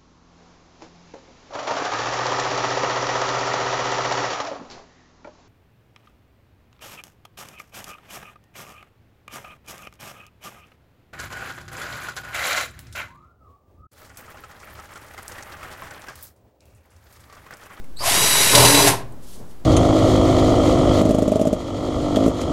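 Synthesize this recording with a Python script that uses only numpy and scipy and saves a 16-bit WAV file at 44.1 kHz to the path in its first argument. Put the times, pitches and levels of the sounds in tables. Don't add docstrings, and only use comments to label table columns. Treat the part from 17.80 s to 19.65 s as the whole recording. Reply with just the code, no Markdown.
import sys
import numpy as np
from scipy import signal
from scipy.fft import rfft, irfft, next_fast_len
from scipy.io import wavfile
from scipy.ndimage import map_coordinates

SR = 44100
rng = np.random.default_rng(int(sys.argv[2]) if len(sys.argv) > 2 else 0)


def transcribe(signal):
    frames = np.atleast_2d(signal).T
    limited = np.clip(frames, -1, 1)
    pcm = np.round(limited * 32767).astype(np.int16)
    wavfile.write(sys.argv[1], SR, pcm)


N = 81585

# [t/s, commutator rate f/Hz, gear hiss level/dB, brush tone level/dB]
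MOTOR_RUN = [(.18, 149.8, -53, -60), (.205, 260.6, -40, -52), (.225, 418.7, -33, -55),
             (.262, 650.3, -21, -36), (.3, 832, -19.5, -34), (.325, 919, -18.5, -31),
             (.365, 953.3, -19, -27), (.43, 977.7, -18.5, -26), (.68, 975.2, -17.5, -26),
             (.745, 972.2, -17.5, -26.5), (.79, 984.2, -16.5, -24.5), (.86, 987.8, -15, -25.5),
             (1.03, 988.2, -18.5, -24.5), (1.085, 985, -14.5, -45), (1.11, 917, -21.5, -59),
             (1.15, 864, -33, -67), (1.23, 850, -56, -77.5)]


def amp(db):
    return 10 ** (np.asarray(db) / 20)


def unit(x):
    return x / np.sqrt(np.mean(x ** 2) + 1e-20)


def along(points, hz):
    f, v = np.transpose(points)
    return np.interp(np.log(hz + 1), np.log(f + 1), v)


def curves(rows):
    s, *columns = np.transpose(rows)
    t = np.arange(N) / SR
    gate = np.clip(np.minimum(t - s[0], s[-1] - t) / .004, 0, 1)
    return [gate] + [np.interp(t, s, column) for column in columns]


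def wobble(rate):
    points = rng.standard_normal(int(N * rate / SR) + 4)
    return map_coordinates(points, [np.arange(N) * rate / SR])


def filtered(x, response):
    m = next_fast_len(N + SR // 2)
    hz = np.fft.rfftfreq(m, 1 / SR)
    return irfft(rfft(x, m) * response(hz), m)[..., :N]


def hiss(spectrum):
    noise = rng.standard_normal(N)
    return unit(filtered(noise, lambda hz: amp(along(spectrum, hz))))


def tones(rate_hz, multiples, flutter_db):
    phase = 2 * np.pi * np.cumsum(rate_hz) / SR
    total = 0
    for multiple, db in multiples:
        level = np.sqrt(2) * amp(db + flutter_db * wobble(38.97))
        total = total + level * np.sin(multiple * phase + rng.uniform(0, 6.97))
    return total


def motor():
    # [multiple of the commutator rate, level/dB]
    brush_tones = [(3, -13), (4, 0), (5, -7), (6, -4), (7, -8), (8, -5), (9, -9), (10, -10), (11, -9),
                   (12, -12)]
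    # [f/Hz, level/dB]
    gear_colour = [(530, -13), (900, -3.5), (1960, 5), (3150, 2), (4150, 2.5), (7350, 0.5), (11400, 3),
                   (15600, -20.5)]
    segments = 3
    turn_depth, grit_db = 0.044, 1
    steady_waver, spin_blur, full_rate_hz = 0.00117, .12, 985

    gate, rate_hz, hiss_db, tone_db = curves(MOTOR_RUN)
    turn = 2 * np.pi * np.cumsum(rate_hz / segments) / SR
    pulse = 1 + turn_depth * np.sin(turn)
    grit = amp(grit_db * wobble(700) + 0.33 * wobble(30.66))
    gears = unit(hiss(gear_colour) * pulse * grit)

    blur = steady_waver + spin_blur * np.clip(.98 - rate_hz / full_rate_hz, 0, 1)
    brush = tones(rate_hz * (1 + blur * wobble(89.96)), brush_tones, flutter_db=2)
    return gate * (amp(hiss_db) * gears + amp(tone_db) * brush)


def control():
    # [t/s, switching rate f/Hz, level/dB]
    switching = [(.163, 3930, -44.5), (.184, 4170, -41), (.205, 4730, -35.5), (.222, 4830, -33.5),
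                 (.25, 4940, -45)]
    # [multiple of the switching rate, level/dB]
    main_tones = [(1, 0), (1.1, -7)]
    # [multiple of the switching rate, level/dB]
    overtones = [(2, -4), (3, -14)]
    blur, fade_db_per_s = .032, 400

    gate, rate_hz, db = curves(switching)
    rate_hz = rate_hz * (1 + blur * wobble(1100))
    since_start = np.clip(np.arange(N) / SR - switching[0][0], 0, 1)
    fade = amp(-fade_db_per_s * since_start)
    whine = tones(rate_hz, main_tones, flutter_db=1.5)
    whine = whine + fade * tones(rate_hz, overtones, flutter_db=1.5)
    return gate * amp(db + 4.5 * wobble(300)) * whine


def growl():
    # [t/s, rough noise level/dB, slot hum level/dB]
    pull_up = [(.201, -55, -63), (.208, -28, -55), (.235, -31, -50), (.26, -30, -31), (.3, -29.5, -29),
               (.33, -31, -33), (.37, -44.5, -40)]
    # [f/Hz, level/dB]
    rough_colour = [(400, -39), (580, -3), (800, -2), (1050, 0), (1250, -7.5), (2000, -49.5)]
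    hum_blur = .07

    gate, rough_db, hum_db = curves(pull_up)
    rough = amp(rough_db + 2.3 * wobble(90)) * hiss(rough_colour)
    hum_hz = curves(MOTOR_RUN)[1] * (1 + hum_blur * wobble(119.8))
    hum = amp(hum_db) * tones(hum_hz, [(0.98, 0.0042)], flutter_db=5.0)
    return gate * (rough + hum)


def steel(f):
    # [centre f/Hz, width f/Hz, level/dB]
    resonances = [(83.6, 5.7, -9.5), (123, 24.5, -0.5), (154, 26, -3), (290, 32, -9), (404.3, 37, -1.5),
                  (570, 70, -4), (659, 54, -2), (844.5, 33, -2.5), (912, 28, -3), (1006, 94, -1)]
    answer = 0
    for k, (centre, width, db) in enumerate(resonances):
        peak = 1j * f * width / (centre * centre - f * f + 1j * f * width)
        answer = answer + (-1) ** k * amp(db) * peak
    return answer


def case():
    # [t/s, level/dB]
    shaking = [(.198, -47), (.21, -40), (.286, -31), (.44, -28), (.68, -26), (.738, -23.5), (.756, -19.5),
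               (.85, -18.5), (.91, -23.5), (1.0, -22), (1.09, -23), (1.13, -26), (1.2, -43.5), (1.28, -64)]
    # [f/Hz, level/dB]
    broad_colour = [(24, -44.5), (40, -5), (130, -1.5), (230, -2.5), (407, -4.5), (474, -6), (1500, -9.5),
                    (1950, -21), (3300, -120)]
    ring_over_broad_db = 5

    gate, db = curves(shaking)
    ring = unit(filtered(rng.standard_normal(N), steel))
    panels = unit(hiss(broad_colour) + amp(ring_over_broad_db) * ring)
    return gate * amp(db + 2.1 * wobble(24.96) + 2.47 * wobble(160)) * panels


def boom():
    # [t/s, low note level/dB, upper note level/dB]
    humming = [(.2, -40, -60), (.31, -37, -46), (.45, -46, -50), (.55, -38, -44), (.71, -44, -42),
               (.755, -18, -27), (.86, -18.5, -26), (.93, -29, -26), (1.04, -29, -27), (1.1, -24, -30),
               (1.17, -40, -46)]
    # [multiple of 1/24 of the commutator rate, level/dB]
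    low_notes = [(2, -10), (3, 0)]
    # [multiple of 1/24 of the commutator rate, level/dB]
    upper_notes = [(7, -1.5), (10, 0), (11, -5), (14, -6), (22, -6)]

    gate, low_db, upper_db = curves(humming)
    base_hz = np.clip(curves(MOTOR_RUN)[1], 900, None) / 24
    upper = tones(base_hz * (1 + .014 * wobble(30)), upper_notes, flutter_db=4.5)
    low = tones(base_hz, low_notes, flutter_db=1.2)
    return gate * (amp(low_db) * low + amp(upper_db) * upper)


def clutch():
    # [t/s, rough snap peak level/dB, level/dB of the first blow's ringing peak]
    slips = [(0.7501, 6, -17), (0.7774, 0.5, -12), (0.7997, -0.5, -12), (0.8244, -6, -12),
             (0.8485, 2, -7.5), (0.8742, -4, -13.5), (0.8983, -8.5, -15.5), (0.9234, -15.5, -12.5),
             (0.9462, -0.5, -15), (0.9731, -5.5, -9), (0.9959, -8.5, -13.5), (1.0216, -7, -17),
             (1.0459, -7, -14.5), (1.0754, -7, -10.5)]
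    # [f/Hz, level/dB]
    snap_colour = [(900, -34), (1600, -8.5), (2600, -4), (3200, -4), (4400, -0.5), (5400, -6.5), (7500, -8),
                   (10000, -5.5), (12500, -16), (15600, -26.5)]
    crest_db = 14
    hold_s, t60_s = .007, .045

    t = np.arange(N) / SR
    snaps, blows = np.zeros(N), np.zeros(N)
    for s, snap_db, blow_db in slips:
        decay_db = 60 * np.clip(t - s - hold_s, 0, 1) / t60_s
        snaps += (t > s) * amp(snap_db - crest_db - decay_db)
        start = round(s * SR)
        blows[start] = amp(blow_db)
        blows[start + 44] = amp(blow_db) * rng.uniform(-.6, .6)
    strike = np.abs(irfft(steel(np.fft.rfftfreq(SR, 1 / SR)))).max()
    return snaps * hiss(snap_colour) + filtered(blows, steel) / strike


def stop():
    # [f/Hz, level/dB]
    clunk_colour = [(450, -35), (600, -5), (745, 0), (880, -3), (1200, -30), (2500, -90)]
    start_s, start_db, tone_hz, t60_s = 1.068, -15.5, 738, 0.15

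    t = np.clip(np.arange(N) / SR - start_s, 0, None)
    body = hiss(clunk_colour) + 0.44 * np.sin(2 * np.pi * tone_hz * t)
    soft_start = 1 - np.exp(-t / 0.0073)
    return amp(start_db - 60 * t / t60_s) * soft_start * body


def handling():
    # [t/s, level/dB]
    swish_level = [(1.38, -87), (1.43, -54.5), (1.49, -48.5), (1.555, -48.5), (1.6, -58), (1.66, -65.5),
                   (1.71, -57.5), (1.78, -72)]
    # [f/Hz, level/dB]
    swish_colour = [(1500, -17.5), (2600, -7.5), (3200, -1.5), (9000, -1), (12000, -3), (15600, -13.5)]
    # [t/s, starting level/dB, f/Hz]
    bit_ticks = [(0.043, -47, 2130), (1.322, -52, 8500)]
    tick_t60_s = .03

    t = np.arange(N) / SR
    gate, db = curves(swish_level)
    ticks = 0
    for s, start_db, hz in bit_ticks:
        envelope = (t > s) * amp(start_db - 60 * np.abs(t - s) / tick_t60_s)
        noise = hiss([(hz / 2, -20), (hz, 0), (hz * 2, -14)])
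        ticks = ticks + envelope * (np.sin(2 * np.pi * hz * t) + noise)
    return gate * amp(db + wobble(60.6)) * hiss(swish_colour) + ticks


def room(x):
    # [f/Hz, t/s]
    decay_times = [(100, 0.52), (500, 0.46), (2000, 0.36), (10000, 0.18)]
    hz, t, z = signal.stft(rng.standard_normal(SR // 2), SR, nperseg=256)
    decay = amp(-60 * t / along(decay_times, hz)[:, None])
    tail = signal.istft(z * decay, SR, nperseg=256)[1]
    delayed = np.pad(x, (200, 0))
    return signal.fftconvolve(delayed, tail / np.linalg.norm(tail))[:N]


def background():
    # [f/Hz, level/dB]
    floor_colour = [(12, -30), (20, -12), (35, -1.5), (64, -13.5), (274, -20), (383, -24.5), (1240, -32.5),
                    (1780, -36.5), (2160, -40), (15600, -48)]
    # [t/s, level/dB]
    rumble_level = [(0, -49), (.08, -60), (1.3, -43), (1.55, -50), (1.85, -47)]
    # [f/Hz, level/dB]
    rumble_colour = [(20, -5.5), (150, 5.5), (500, -3.5), (1500, -21), (3000, -41.5)]
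    floor_db = -45.5

    floor = amp(floor_db) * hiss(floor_colour)
    rumble_db = curves(rumble_level)[1] + 2.5 * wobble(11.94)
    return floor + amp(rumble_db) * hiss(rumble_colour)


def scene():
    near = motor() + control() + growl() + case() + boom() + clutch() + stop() + handling()
    echo_db = -11.5
    return (near + amp(echo_db) * room(near) + background())[None]


def record(dry):
    # [t/s, shift as a fraction of full scale]
    offset = [(0, -0.042), (.65, -0.052), (1.15, -0.026), (1.85, -0.027)]
    clip_top, clip_hardness, top_hz = 1.15, 4, 15752
    x = dry + curves(offset)[1]
    x = x / (1 + np.abs(x / clip_top) ** clip_hardness) ** (1 / clip_hardness)
    return filtered(x, lambda hz: hz < top_hz)


dry = scene()
out = record(dry)
transcribe(out)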